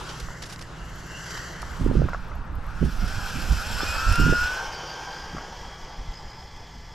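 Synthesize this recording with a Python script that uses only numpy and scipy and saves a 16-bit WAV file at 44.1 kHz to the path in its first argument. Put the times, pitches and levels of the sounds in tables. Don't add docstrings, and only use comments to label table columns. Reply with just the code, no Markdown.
import sys
import numpy as np
from scipy import signal
from scipy.fft import rfft, irfft
from scipy.io import wavfile
from scipy.ndimage import uniform_filter1d

SR = 44100
rng = np.random.default_rng(int(sys.argv[2]) if len(sys.argv) > 2 else 0)


def persist_wave(psi):
    counts = np.round(np.clip(psi, -1, 1) * 32767).astype(np.int16)
    wavfile.write(sys.argv[1], SR, np.atleast_2d(counts).T)


N = 306054

# [f/Hz, level/dB before the slow fade]
HUM_TONES = [(59.2, -53.5), (118.4, -52.5), (156, -54), (177, -57)]

# [t/s, level/dB]
BREEZE_LEVEL = [(0, -41), (1.45, -43), (1.75, -34), (2.3, -35.5), (2.75, -31.5), (3.3, -31.5), (4.0, -30.5),
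                (4.6, -41), (4.9, -46), (5.5, -44), (6.94, -47)]
# [t/s at full strength, hold/s, level/dB, brighter part/dB re low part]
GUST_EVENTS = [(0.229, 0.074, -36.5, -14), (1.807, 0.069, -22, -4.5), (1.884, 0.087, -24.5, 0),
               (1.972, 0.076, -19, -3.5), (2.373, 0.02, -31, -18), (2.52, 0.023, -30.5, -18),
               (2.819, 0.046, -22, -0.5), (2.928, 0.019, -37, -24), (3.023, 0.014, -26.5, -7),
               (3.347, 0.14, -31, -5), (3.511, 0.024, -17, -16.5), (3.7, 0.061, -28.5, -14),
               (4.062, 0.052, -18, -35), (4.183, 0.14, -22, 0.5), (4.42, 0.023, -29, -15),
               (4.65, .02, -38, -5), (5.336, 0.053, -42, 3.5), (5.986, .02, -31, -31),
               (6.08, 0.023, -33.5, -28), (6.253, 0.019, -37.5, -22), (6.78, 0.04, -38, -27)]
# [t/s, level/dB, f/Hz]
EDDY_POPS = [(1.86, -11.5, 300), (1.911, -16, 417), (1.951, -14, 310), (1.965, -24, 335),
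             (1.993, -23.5, 440), (2.017, -14, 450), (2.038, -27, 370), (2.051, -20.5, 290),
             (2.826, -17.5, 350), (3.83, -20.5, 326), (4.195, -18, 297.7), (4.233, -32, 307),
             (4.263, -18, 336), (4.29, -18, 320), (4.323, -12, 363), (4.332, -17.5, 503), (5.345, -26, 286)]
GUST_RISE_S, GUST_FALL_DB_PER_S, BREEZE_BRIGHT_DB = 0.017, 350, -5
CALM_DB, PAN_PER_DB, PAN_MOST_DB = -43, .4, 7.2
MONO_FROM_S = 4.6
WIND_LEAD_SAMPLES = 16

TICKS_PER_S, TICK_DB, TICK_T60_S = 56, -61, 0.0036

# [t/s, level/dB, t60/s, brightness/dB]
CRUNCH_EVENTS = [(.088, -34.5, 0.098, -5), (0.199, -33, 0.041, 3), (0.421, -30.5, 0.057, 0),
                 (.435, -31.5, 0.047, -9), (0.454, -39, 0.097, 3), (0.49, -37.5, 0.15, 1),
                 (.524, -34.5, 0.073, 4), (0.562, -34, 0.011, -9), (0.591, -39, 0.043, 3),
                 (0.61, -37, 0.071, -1), (0.625, -34, 0.017, 0), (1.306, -35, 0.039, -2),
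                 (1.376, -32, 0.022, -6), (1.619, -30.5, 0.024, 4), (2.089, -46, 0.062, -21),
                 (2.13, -43, 0.09, -20), (2.845, -42, 0.096, 6), (3.075, -34, 0.075, 0),
                 (4.125, -25, 0.024, 9), (4.157, -27, 0.02, 7)]
# [f/Hz, relative level/dB]
GRIT_SPECTRUM = [(290, -26), (500, 3.5), (2160, -2), (2760, -0.5), (3150, -3.5), (5350, 0.5), (8240, -10.5),
                 (10400, -13.5), (15500, -29)]

# [t/s, level/dB]
KNOCK_EVENTS = [(0.285, -25), (0.304, -28), (1.628, -20.5), (2.086, -20.5), (2.132, -20), (2.146, -16),
                (2.316, -26.5), (3.804, -17), (5.366, -26), (5.382, -23), (5.409, -29)]
# [nominal f/Hz, level/dB, t60/s]
SHELL_MODES = [(630, 6.5, 0.0085), (988, -2.5, 0.032), (1360, 0, 0.027), (1790, -7, 0.021)]

# [t/s, level/dB, treble level/dB, stage 0-4 as in STAGE_SPECTRA, held at 4 above that]
CAR_DRIVE = [(0, -35.5, -0.5, 0), (.35, -40.5, -1.5, 1.12), (.62, -42.5, -3.5, 1.05), (.7, -41.5, -5, 0.3),
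             (1.05, -40, -3, 1), (1.35, -36, 0, 1), (1.6, -37.5, -4, 1.1), (1.88, -37, 8.5, 1.9),
             (2.0, -36.5, -8.5, 2.91), (2.55, -40, -1, 2), (2.9, -40, -1, 3), (3.13, -33, -2.5, 3.05),
             (3.61, -33, 0.5, 3), (3.8, -29, -2, 3), (4.37, -30, -1.5, 3), (4.77, -33.5, 1.5, 4),
             (5.3, -37.5, 2.5, 4.5), (6.0, -41.5, 2, 5), (6.94, -46, 4, 4)]
# [f/Hz, relative level/dB]
STAGE_SPECTRA = [
    [(180, -31), (300, 0.5), (581, -8.5), (1330, -2), (1970, -16.5), (2440, -10), (5390, -15),
     (10600, -28.5), (15500, -41)],
    [(180, -37), (300, 0), (543, -4), (835, -4.5), (1440, -1.5), (2040, -2), (2440, -20), (2830, -8),
     (3630, -17.5), (5850, -12.5), (7600, -10.5), (8420, -28.5), (10600, -21.5), (12100, -27), (15500, -50)],
    [(290, -19), (500, -8), (706, -13.5), (876, -5), (1410, -7.5), (2010, -19), (8850, -42.5), (12300, -59),
     (15500, -45)],
    [(290, -30), (500, -7), (696, -9.5), (900, -5.5), (1100, -9.5), (1450, 1), (2010, -16), (2430, -12),
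     (3790, -15.5), (5590, -13), (6360, -16.5), (7600, -22.5), (9510, -24), (12000, -29), (15500, -43)],
    [(180, -78), (300, -11), (411, -6), (696, -8), (835, 1), (1390, -15), (2040, -10), (2690, -21),
     (3280, -14), (3810, -22.5), (5050, -13.5), (11900, -51.5), (15500, -43)],
]
STAGE_PAN = [1.1, 0.37, 3.5, 0.33, 0.072]
STAGE_SPREAD = [0.7, 0.56, 0.52, 0.42, 0.0046]
# [f/Hz, width/Hz, coming level/dB, passing level/dB, leaving level/dB]
SHELL_RINGS = [(1514, 120, 12.5, 1.5, 17), (1960, 170, 2, 1.5, -17), (2613, 172, 4, 8, 5),
               (3150, 220, 18, 6.5, 0), (4650, 850, 22, 4, -6), (5220, 98, -19, 9.5, 8),
               (5900, 280, 21, 2, 7), (7500, 370, 8, 14, -9)]
QUIET_DB, LOUD_DB = -43, -27
PORT_RING = [2, 7.7, 11, 10.8, 14.4]
PORT_HZ, PORT_WIDTH_HZ = 12040, 720
# [f/Hz, phase/rad]
PORT_PHASE = [(300, 0), (1460, -.3), (8000, -.35), (11300, 0), (12300, -.6), (13500, -3)]
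# [t/s, length/s, f/Hz, level/dB over the hiss]
WHIR_EVENTS = [(.74, 0.2, 2800, 9.5), (1.04, 0.22, 2820, 13), (1.286, 0.28, 1850, 6.5)]
WHIR_WIDTH_HZ = 140

# [t/s, tooth rate f/Hz, level/dB, overtone level/dB]
TOOTH_DRIVE = [(2.58, 836, -60, 0), (2.69, 1237, -39, 1), (2.8, 1632, -62, -6), (2.86, 1620, -75, 0),
               (2.98, 680, -48, 1), (3.05, 720, -39, -1), (3.17, 819, -42, 4), (3.4, 782, -44.5, 4),
               (3.6, 758.5, -42, 1), (3.77, 1003, -38, -9), (3.8, 1190, -33, -8), (3.9, 1240, -39.5, 10),
               (4.04, 1316, -31, 5), (4.18, 1393, -27, 0.5), (4.4, 1436, -25.5, -11),
               (4.62, 1537, -30.5, -2), (4.74, 1556, -43.5, 17.5), (4.97, 1567, -33, 6.5),
               (5.43, 1623, -36.5, -4), (5.67, 1631, -46, 9), (6.13, 1678, -47, 5),
               (6.94, 1694, -49.5, 8.5)]
# [level/dB, gain/dB as the car shows its tail, gain/dB at low speed]
TOOTH_HARMONICS = [(0, -3, -0.5), (-5, -1.5, 1.5), (-26.5, 20.5, 26), (-24.5, 1, 28)]
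SIDE_TURNS = [15, 21, 24, 27, 31, 33, 36, 41, 54, 57, 109, 123, 132]
SIDE_LEVELS = [-9.5, -2.5, 0, 0, 3, 2.5, 2, 2.5, 1, 2.5, 5.5, -5, -10]
SIDE_TAIL_GAINS = [1.5, 4.5, 4, 2, -1.5, -6, 1, -13, 2, 0, -0.5, 14, 22]
TURNS_PER_TOOTH = 30
SIDES_DB, SIDES_DB_PER_OCTAVE, SIDES_HZ = -11.5, 33, 1300
SIDE_BLUR_RAD, TOOTH_BLUR_RAD = 0.25, 0.25
# [t/s, f/Hz, level/dB]
GRIP_SQUEAK = [(3.8, 1657, -59), (3.82, 1716, -34.5), (3.84, 1830, -41), (3.87, 1870, -81.5)]

EDGE_HZ = 15700


def amp(db):
    return 10 ** (np.asarray(db) / 20)


def evened(x):
    return x / np.sqrt(np.mean(x ** 2) + 1e-20)


def read(points, hz):
    f, value = np.transpose(points)
    return np.interp(np.log(hz + 1), np.log(f + 1), value)


def curves(rows, t):
    s, *columns = np.transpose(rows)
    return [np.interp(t, s, column) for column in columns]


def add(mix, s, sound):
    part = mix[:, round(s * SR):][:, :sound.shape[-1]]
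    part += sound[..., :part.shape[1]]


def sides(pan_db):
    return amp(np.array([pan_db / 2, -pan_db / 2]))


def band(x, lo_hz, hi_hz, order=2):
    return signal.sosfilt(signal.butter(order, [lo_hz, hi_hz], "bandpass", fs=SR, output="sos"), x)


def slow(per_s):
    size = max(round(SR / per_s), 1)
    smooth = uniform_filter1d(rng.standard_normal(N), size)
    return evened(uniform_filter1d(smooth, size))


def hum():
    t = np.arange(N) / SR
    fade_db = np.interp(t, [0, 1.7, 4.5, 6.94], [3.0, 3.6, -6, -4])
    out = np.zeros(N)
    for hz, db in HUM_TONES:
        level = np.sqrt(2) * amp(db + 1.4 * slow(23))
        turns = np.cumsum(hz + 1.634 * slow(4.46)) / SR
        out += level * np.sin(2 * np.pi * turns)
    return amp(fade_db) * out


def wind():
    t = np.arange(N) / SR
    breeze_db = curves(BREEZE_LEVEL, t)[0]
    low_gain = amp(breeze_db)
    bright_gain = low_gain * amp(BREEZE_BRIGHT_DB - 0.72 * np.maximum(breeze_db - CALM_DB, 0))
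    for s, hold, db, bright_db in GUST_EVENTS:
        rise = np.clip((t - s) / GUST_RISE_S + 1, 0, 1) ** 2
        gust = rise * amp(db - GUST_FALL_DB_PER_S * np.clip(t - s - hold, 0, 1))
        low_gain = np.hypot(low_gain, gust)
        bright_gain = np.hypot(bright_gain, gust * amp(bright_db))

    strength_db = 20 * np.log10(uniform_filter1d(low_gain + 2 * bright_gain, size=4000))
    off_centre = np.clip((MONO_FROM_S - t) / .2, 0, 1)
    pan_db = -np.clip(PAN_PER_DB * (strength_db - CALM_DB), 0, PAN_MOST_DB) * off_centre
    main, other = rng.standard_normal((2, N))
    apart = np.clip(-.04 * pan_db, 0, 1) + 0.019
    both = np.array([main + apart * other, main])
    low = evened(band(band(both, 2, 43, order=1), 8.3, 118, order=2))
    bright = evened(band(band(both, 113, 160.5, order=1), 54.6, 337, order=3))
    low = low * low_gain * amp(2.1 * slow(29))
    bright = bright * bright_gain * amp(1.5 * slow(34))
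    out = (low + bright) * sides(pan_db)

    for s, db, hz in EDDY_POPS:
        u = np.arange(-1.3, 2, hz / SR)
        pop = np.sin(2 * np.pi * u) * np.exp(-(u / 0.52) ** 2)
        pop_gain = amp(db) * sides(1.3 * pan_db[round(s * SR)])
        add(out, s, pop_gain[:, None] * pop)
    left = np.where(t < MONO_FROM_S, np.roll(out[0], -WIND_LEAD_SAMPLES), out[0])
    return np.array([left, out[1]])


def ticks():
    t = np.arange(400) / SR
    struck = (rng.random(N) < TICKS_PER_S / SR) * (np.arange(N) < MONO_FROM_S * SR)
    size = struck * amp(5.7 * np.minimum(rng.exponential(1, N), 4))
    envelope = np.minimum(t / 0.00035, 1) * amp(TICK_DB - 60 * t / TICK_T60_S)
    tick = envelope * np.sin(2 * np.pi * PORT_HZ * t)
    return sides(11.0)[:, None] * signal.oaconvolve(size, tick)[:N]


def crunches():
    dull, top = np.zeros((2, N)), np.zeros((2, N))
    t = np.arange(4000) / SR
    chances = rng.standard_normal((len(CRUNCH_EVENTS), 3, len(t)))
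    for (s, db, t60, bright_db), snaps in zip(CRUNCH_EVENTS, chances):
        grain = snaps[0] * amp(7.0 * snaps[1])
        fall = amp(db - 60 * t / max(t60, .005)) * np.minimum(t / (0.13 * t60), 1)
        burst = np.array([grain, grain + 1.5 * snaps[2]]) * fall
        add(dull, s - .002, burst)
        add(top, s - .002, amp(bright_db) * burst)
    hz = np.fft.rfftfreq(N, 1 / SR)
    high = np.clip((hz - 7000) / 2000, 0, 1)
    spectrum = rfft(dull) * (1 - high) + rfft(top) * high
    return amp(3.0) * irfft(spectrum * amp(read(GRIT_SPECTRUM, hz)), N)


def knocks():
    out, t = np.zeros((2, N)), np.arange(3000) / SR
    attack = np.sin(np.pi / 2 * np.minimum(t / 0.0016, 1)) ** 2
    chances = rng.random((len(KNOCK_EVENTS), 2, len(SHELL_MODES)))
    for (s, db), (detunes, phases) in zip(KNOCK_EVENTS, chances):
        ring = np.zeros(len(t))
        for (hz, mode_db, t60), detune, phase in zip(SHELL_MODES, detunes, phases):
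            pitch = hz * (0.909 + 0.25 * detune)
            ring += amp(mode_db - 60 * t / t60) * np.sin(2 * np.pi * (pitch * t + phase))
        add(out, s, amp(db - 3.5) * ring * attack)
    return out


def drive(t):
    level_db, treble_db, stage = curves(CAR_DRIVE, t)
    pan_db = np.interp(stage, range(5), STAGE_PAN)
    width = np.interp(stage, range(5), STAGE_SPREAD)
    return level_db, treble_db, stage, pan_db, width


def body_db(hz, stage):
    held = np.clip(stage, 0, 4)
    return sum(np.clip(1 - abs(held - k), 0, 1) * read(spectrum, hz)
               for k, spectrum in enumerate(STAGE_SPECTRA))


def rings_db(hz, level_db, stage):
    loud = np.clip((level_db - QUIET_DB) / (LOUD_DB - QUIET_DB), 0, 1)
    total_db = 0
    for f, wide, coming_db, passing_db, leaving_db in SHELL_RINGS:
        stage_db = np.interp(stage, range(5), [0, coming_db, 0, passing_db, leaving_db])
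        total_db = total_db + stage_db * loud * np.exp(-((hz - f) / wide) ** 2)
    return total_db


def hiss():
    frames, hz = N // 128 + 5, np.fft.rfftfreq(512, 1 / SR)[:, None]
    t = np.arange(frames) * 128 / SR
    level_db, treble_db, stage, pan_db, width = drive(t)
    a, b, c, d, patches = rng.standard_normal((frames, 257, 5)).T
    patches = evened(uniform_filter1d(uniform_filter1d(patches, 20, 1), 5, 0))
    flicker = evened(uniform_filter1d(rng.standard_normal(frames), 4))
    high = np.clip(np.log2((hz + 1) / 1500) / 2, 0, 1.5)

    shape = amp(body_db(hz, stage))
    shape /= np.sqrt((shape[7:26] ** 2).sum(0))
    size = shape * amp(level_db + treble_db * high + 1.4 * patches + 0.83 * flicker * high)
    size *= amp(rings_db(hz, level_db, stage))
    for s, length, f, db in WHIR_EVENTS:
        swell = np.sin(np.pi * np.clip((t - s) / length, 0, 1))
        size *= amp(db * swell * np.exp(-((hz - f) / WHIR_WIDTH_HZ) ** 2))
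    port_db = np.interp(stage, range(5), PORT_RING)
    size *= amp(port_db * np.exp(-((hz - PORT_HZ) / PORT_WIDTH_HZ) ** 2))

    apart = np.clip(width + 0.35 * (hz > 10500), 0, 1)
    left = a + 1j * b
    right = np.sqrt(1 - apart ** 2) * left + apart * (c + 1j * d)
    right = right * np.exp(-1j * read(PORT_PHASE, hz) * np.clip(9 * width, 0, 1))
    spectra = np.array([left, right]) * size * sides(pan_db + 3.3 * (hz > 9000))
    return amp(-3.5) * signal.istft(spectra, nperseg=512, noverlap=384)[1][:, :N]


def squeak(t):
    slip_hz, slip_db = curves(GRIP_SQUEAK, t)
    phase = 2 * np.pi * np.cumsum(slip_hz) / SR
    gate = (t > GRIP_SQUEAK[0][0]) * (t < GRIP_SQUEAK[-1][0])
    return amp(slip_db) * gate * (0.47 * np.sin(2 * phase) + np.sin(3 * phase))


def whine():
    t, step = np.arange(N) / SR, slice(None, None, 64)
    hz, drive_db, over_db = curves(TOOTH_DRIVE, t)
    level_db, _, stage, pan_db, width = drive(t)
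    turns = np.cumsum(hz * (1 + 0.00495 * slow(44.5))) / SR
    throb = np.clip(0.033 + 0.51 * (stage - 3.2), .08, 1)
    beat = 1 + throb * np.cos(2 * np.pi * turns / 30)
    sides_db = level_db + SIDES_DB + SIDES_DB_PER_OCTAVE * np.minimum(np.log2(hz / SIDES_HZ), 0)
    tail = np.clip(stage - 3, 0, 1)
    crawl = np.clip(np.log2(SIDES_HZ / hz), 0, 1)

    def tone(multiple, db, waver_db, blur):
        f = multiple * hz[step]
        colour_db = body_db(f, stage[step]) + 0.7 * rings_db(f, level_db[step], stage[step])
        heard = amp(db[step] + colour_db + waver_db * slow(17)[step])
        phase = 2 * np.pi * (multiple * turns + rng.random())
        wander = blur * multiple * (1 + 1.1 * tail) * slow(70)
        return np.interp(t, t[step], heard) * np.sin(phase + wander)

    out = np.zeros(N)
    for k, (db, gain_db, slow_db) in enumerate(TOOTH_HARMONICS):
        tone_db = drive_db + (k > 0) * over_db + db + gain_db * tail + slow_db * crawl
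        out += tone(k + 1, tone_db, waver_db=0.8 + 2.1 * k, blur=TOOTH_BLUR_RAD)
    out *= beat
    for k, db, gain_db in zip(SIDE_TURNS, SIDE_LEVELS, SIDE_TAIL_GAINS):
        tone_db = sides_db + db + gain_db * tail
        out += tone(k / TURNS_PER_TOOTH, tone_db, waver_db=1.8, blur=SIDE_BLUR_RAD)
    out *= np.clip((t - TOOTH_DRIVE[0][0]) / 0.026, 0, 1)
    out += squeak(t)
    late = np.clip(9 * width, 0, 1)
    right = (1 - late) * out + late * np.roll(out, 1)
    return np.sqrt(2) * sides(pan_db) * np.array([out, right])


def scene():
    return hum() + wind() + ticks() + crunches() + knocks() + hiss() + whine()


def record(dry):
    soft = signal.sosfilt(signal.butter(4, 14200, fs=SR, output="sos"), dry)
    edge = signal.firwin(511, EDGE_HZ, window=("kaiser", 9), fs=SR)
    return signal.oaconvolve(soft, edge[None], "same")


dry = scene()
out = record(dry)
persist_wave(out)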